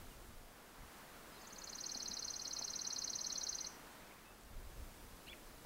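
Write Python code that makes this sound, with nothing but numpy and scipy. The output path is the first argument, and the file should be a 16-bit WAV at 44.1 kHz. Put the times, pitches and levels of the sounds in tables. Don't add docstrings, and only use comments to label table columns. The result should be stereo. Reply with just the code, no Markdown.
import sys
import numpy as np
from scipy import signal
from scipy.fft import rfft, irfft
from scipy.io import wavfile
from scipy.ndimage import uniform_filter1d, map_coordinates

SR = 44100
rng = np.random.default_rng(int(sys.argv[2]) if len(sys.argv) > 2 else 0)


def persist_wave(psi):
    counts = np.round(np.clip(psi, -1, 1) * 32767).astype(np.int16)
    wavfile.write(sys.argv[1], SR, np.atleast_2d(counts).T)


def decibels_to_gain(level_db):
    exponent = np.asarray(level_db, float) / 20
    return 10 ** exponent


N = 249560


def unit(x):
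    return x / np.sqrt(np.mean(x ** 2) + 1e-20)


def wobble(rate):
    knots = rng.standard_normal(int(N * rate / SR) + 4)
    return map_coordinates(knots, [np.arange(N) * rate / SR])


def rush(spectrum, side_db, patchy_db):
    z = signal.stft(rng.standard_normal((2, N)), nperseg=512)[2]
    field = uniform_filter1d(rng.standard_normal(z.shape[1:]), size=5, axis=0)
    field = uniform_filter1d(field, size=4, axis=1)
    pair = signal.istft(z * decibels_to_gain(patchy_db * unit(field)), nperseg=512)[1][:, :N]
    f, db = np.transpose(spectrum)
    gain = decibels_to_gain(np.interp(np.log(np.fft.rfftfreq(N, 1 / SR) + 1), np.log(f), db))
    mid, side = irfft(rfft(pair) * gain, N)
    side = decibels_to_gain(side_db) * side
    return np.array([mid + side, mid - side]) / mid.std()


# far roar level/dB, stream level/dB, hiss level/dB
PLACES = [
    (-63, -64, -67),
    (-63, -60.5, -69),
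    (-63.5, -64.5, -68),
]
# from t/s, to t/s
DISSOLVES = [
    (.02, 0.95),
    (3.92, 4.79),
]


def places():
    t = np.arange(N) / SR
    second, third = (np.clip((t - a) / (b - a), 0, 1) for a, b in DISSOLVES)
    shares = np.array([1 - second, second - third, third])
    return np.sqrt(decibels_to_gain(PLACES).T ** 2 @ shares ** 2)


# f/Hz, level/dB per Hz
ROAR = [(60, -45), (110, -10.5), (220, -3), (400, -6.5), (700, -9), (1200, -27)]
# f/Hz, level/dB per Hz
STREAM = [(250, -37), (500, -7.5), (900, 0.5), (1400, -0.5), (2000, -5), (3000, -10.5), (5000, -15),
          (9000, -21.5)]
# f/Hz, level/dB per Hz
HISS = [(20, 18.5), (300, 9.5), (1500, -1), (4000, 1.5), (8000, 0.5), (15500, -2)]


def air():
    roar, stream, hiss = places()
    roar = roar * decibels_to_gain(1.32 + 0.35 * wobble(3.16)) * rush(ROAR, side_db=-23.5, patchy_db=0.0)
    stream = stream * decibels_to_gain(0.8 + 0.3 * wobble(9)) * rush(STREAM, side_db=-43, patchy_db=0.5)
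    channel_db = 5.5 + np.array([[.25], [-.25]])
    hiss = hiss * decibels_to_gain(channel_db) * rush(HISS, side_db=-7.5, patchy_db=1.0)
    return roar + stream + hiss


# f/Hz, level/dB per Hz
BUFFET = [(12, -13.5), (25, 4.5), (50, -4), (80, -8), (130, -15.5), (200, -46), (400, -75)]
# middle t/s, peak level/dB, half width t/s
PUFFS = [(.03, -50, 0.076), (.2, -56.5, 0.078), (.36, -52, 0.11), (.84, -50, 0.03), (2.11, -56, .025),
         (2.32, -64, .05), (3.33, -66, 0.034), (3.53, -59.5, 0.022), (3.66, -68, 0.046), (4.02, -62, 0.033),
         (4.46, -52, 0.017), (4.55, -48.5, .05), (4.67, -52, 0.069), (4.8, -43.5, 0.06), (4.92, -56, 0.061),
         (5.08, -51, 0.069), (5.29, -63, .04), (5.44, -68, .03), (5.58, -59, 0.022), (5.66, -56, 0.03)]
BREEZE_DB = -67.5


def wind():
    t = np.arange(N) / SR
    push = decibels_to_gain(BREEZE_DB + 1.9 * wobble(6.2))
    for s, db, half in PUFFS:
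        push = push + decibels_to_gain(db) * np.exp(-((t - s) / half) ** 2)
    lumps = unit(decibels_to_gain(1.1 * wobble(14)) * rush(BUFFET, side_db=-31.0, patchy_db=-1.2))
    return decibels_to_gain(-3.5) * push * lumps


def add(track, s, hz, db, glide_ms):
    n = np.arange(int(s[0] * SR), min(int(s[-1] * SR), N))
    size = int(glide_ms * SR / 1000)
    pitch, level = (uniform_filter1d(np.interp(n / SR, s, v), size=size) for v in (hz, db))
    cycles = np.cumsum(pitch) / SR + rng.random()
    track[n] += decibels_to_gain(level) * np.sin(2 * np.pi * cycles)


# start t/s, length t/s, first f/Hz, last f/Hz, level/dB
CHIPS = [(0.098, 0.034, 3100, 2720, -63), (1.318, 0.022, 5000, 5040, -62.5), (1.334, .034, 3950, 4220, -64),
         (1.36, 0.036, 4200, 3620, -62), (1.387, .04, 5600, 4440, -62), (1.418, 0.052, 4680, 3600, -63),
         (3.33, .053, 3470, 3440, -63.5), (3.617, 0.037, 2064, 2080, -58), (4.05, 0.028, 2500, 2650, -65),
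         (4.116, .03, 2480, 2500, -63), (4.24, 0.093, 2560, 2670, -66), (5.266, .014, 2400, 3200, -55),
         (5.277, .008, 3600, 4600, -53), (5.266, 0.0087, 3860, 4500, -58.5), (5.298, .016, 2200, 2260, -61),
         (5.314, 0.011, 2310, 2370, -53), (5.335, .012, 2950, 1700, -55), (4.002, .016, 1880, 2290, -60),
         (4.106, .014, 1900, 2450, -57)]
# t/s, f/Hz, level/dB
ARCH = [(5.264, 1510, -72), (5.277, 1903, -62), (5.285, 2780, -46), (5.292, 3160, -53), (5.3, 3390, -48),
        (5.314, 3417, -54), (5.327, 3500, -58), (5.332, 2340, -42.5), (5.339, 1300, -64)]
CHIP_EDGE, CHIP_EDGE_DB = 0.22, -13


def chips():
    calls = np.zeros(N)
    share = np.array([0, CHIP_EDGE, 1 - CHIP_EDGE, 1])
    edge_db = CHIP_EDGE_DB * np.array([1, 0, 0, 1])
    for s, length, first, last, db in CHIPS:
        add(calls, s + length * share, first + (last - first) * share, db + edge_db, glide_ms=1.7)
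    add(calls, *np.transpose(ARCH), glide_ms=2.5)
    return calls


# t/s, peak level/dB, f/Hz, decay by 60 dB t/s
BUMPS = [(.822, -54, 45, .12), (.826, -56, 131, 0.049), (1.956, -43.5, 780, 0.019),
         (1.957, -43.5, 235, 0.043), (2.091, -53.5, 118, 0.057), (2.097, -48.5, 206, 0.1),
         (2.1, -48, 34.8, 0.21), (2.614, -33.5, 910, 0.0064), (4.411, -47, 7600, .002),
         (4.436, -43, 7000, .001), (4.483, -52, 1700, .003), (5.646, -53, 60, .1), (5.648, -46, 600, 0.022)]


def bumps():
    out = np.zeros(N + SR)
    t = np.arange(SR // 2) / SR
    for s, db, hz, t60 in BUMPS:
        onset = 1 - np.exp(-t * hz * 6)
        out[round(s * SR):][:len(t)] += decibels_to_gain(db - 60 * t / t60) * np.sin(2 * np.pi * hz * t) * onset
    return out[:N]


def whistles(song, starts, efforts, shape, hz, slope, reach, top):
    scatter_s, scatter_db, scatter_hz = .0003, .7, 35
    full_db = -39
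    ms, height, db = np.transpose(shape)
    chance = rng.standard_normal((len(starts), 4)) * [scatter_s, scatter_db, scatter_hz, scatter_hz]
    for s, level, (ds, ddb, *dhz) in zip(starts, efforts, chance):
        soft = max(full_db - level, 0)
        low, high = np.add(hz, dhz) + np.array([soft, np.sqrt(soft)]) * slope
        uneven_db = rng.normal(0, 0.87, len(db))
        tip_db = (ms > -8) * np.clip(height - top, 0, .45) * np.clip(reach * soft, 0, 16)
        drawn_ms = ms[2] + (ms - ms[2]) * (high - low) / (hz[1] - hz[0])
        note_db = level + ddb - 2.2 + db + uneven_db + tip_db
        add(song, s + ds + drawn_ms / 1000, low + (high - low) * height, note_db, glide_ms=0.96)


# t/ms from its middle, height from low pitch 0 to high pitch 1, level/dB
FALL = [(-14.5, 1.05, -43), (-13.5, 1.055, -21), (-6.5, 1.02, -7.5), (-4.5, 0.43, -6.5), (-1.5, 0.16, 0),
        (2, 0.021, -3.5), (5, -.02, -35), (7.5, 0.36, -18), (8, 0.48, -50)]
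# t/ms from its middle, height from low pitch 0 to high pitch 1, level/dB
RISE = [(-14.5, -0.26, -45), (-9.5, -0.17, -19), (-5.5, 0.092, -3), (-4, 0.32, -2), (-3, 0.58, -2),
        (-0.5, 1.03, -8.5), (1.4, 0.96, -16), (4, 1.6, -29), (6, 1.75, -52)]
COUNTED = [0, 7, 11, 16, 20, 25, 30, 37, 40]
# t/s, fall level/dB, rise level/dB
SONG = [
    (1.3981, -69.5, -56.5),
    (1.7888, -41, -40.5),
    (2.0056, -38, -38.5),
    (2.2843, -37.5, -38.5),
    (2.5133, -38, -36.5),
    (2.795, -37.5, -36),
    (3.08, -37, -34.5),
    (3.472, -37, -34),
    (3.6484, -39, -38.5),
]
RISE_AFTER_S = .0223
SWAY_DB, SWAY_PERIOD_S, SWAY_DIP_S, SWAY_LASTS_S = 2, 0.33, 2.39, 0.31


def trill():
    song = np.zeros(N)
    s, *dbs = np.transpose(SONG)
    number = np.arange(COUNTED[-1] + 1)
    beats = np.interp(number, COUNTED, s)
    fall_db, rise_db = [40 * np.log10(np.interp(number, COUNTED, decibels_to_gain(db / 2))) for db in dbs]
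    away = beats - SWAY_DIP_S
    sway_db = -SWAY_DB * np.cos(2 * np.pi * away / SWAY_PERIOD_S) * np.exp(-(away / SWAY_LASTS_S) ** 2)
    whistles(song, beats, fall_db + .3 * sway_db, FALL,
             hz=(3995, 5060), slope=(9, 1.5), reach=.6, top=.25)
    whistles(song, beats + RISE_AFTER_S, rise_db + sway_db, RISE,
             hz=(5658, 6454), slope=(29.5, 181), reach=2.2, top=.7)
    return song


# f/Hz, level/dB
TRUNKS = [(1000, 1), (4000, -9), (4400, 1.5), (5000, 7), (5600, 6.5), (6400, -1), (9000, -5)]


def forest(x, paths, wet_db, t60, side_db):
    t = np.arange(SR // 2) / SR
    colour = decibels_to_gain(np.interp(np.fft.rfftfreq(len(t), 1 / SR), *np.transpose(TRUNKS)))
    tail = irfft(rfft(rng.standard_normal((2, len(t)))) * colour) * decibels_to_gain(-60 * t / t60)
    build_up = 1 - np.exp(-(t / 0.013) ** 2)
    mid, side = decibels_to_gain(wet_db) * tail / np.sqrt(np.sum(decibels_to_gain(-120 * t / t60))) * build_up
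    lead = 16
    for ms, db in paths:
        mid += decibels_to_gain(db) * np.sinc(np.arange(len(t)) - lead - ms * SR / 1000)
    side = decibels_to_gain(side_db) * side
    response = np.array([mid + side, mid - side])
    return signal.fftconvolve(x[None], response, axes=1)[:, lead:N + lead]


# t/ms, level/dB
PATHS = [(.163, 0), (1.277, -8), (4.567, 0), (5.216, 0), (5.837, -9), (9.2, -15), (12.81, -17),
         (15.171, -17), (17.3, -14), (23.6, -19), (30.5, -21)]


def scene():
    bird = forest(trill(), PATHS, wet_db=-5.0, t60=0.41, side_db=-46)
    far_paths = [(0, -2.5), (4.6, -14), (9, -19)]  # t/ms, level/dB
    far = forest(chips(), far_paths, wet_db=-8.5, t60=0.31, side_db=-22)
    return bird + far + bumps() + air() + wind()


def low_pass(x):
    return signal.sosfilt(signal.butter(12, 16660, fs=SR, output="sos"), x)


def record(dry):
    top_hz = 15780
    kept = irfft(rfft(dry) * (np.fft.rfftfreq(N, 1 / SR) < top_hz), N)
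    return low_pass(kept)


dry = scene()
out = record(dry)
persist_wave(out)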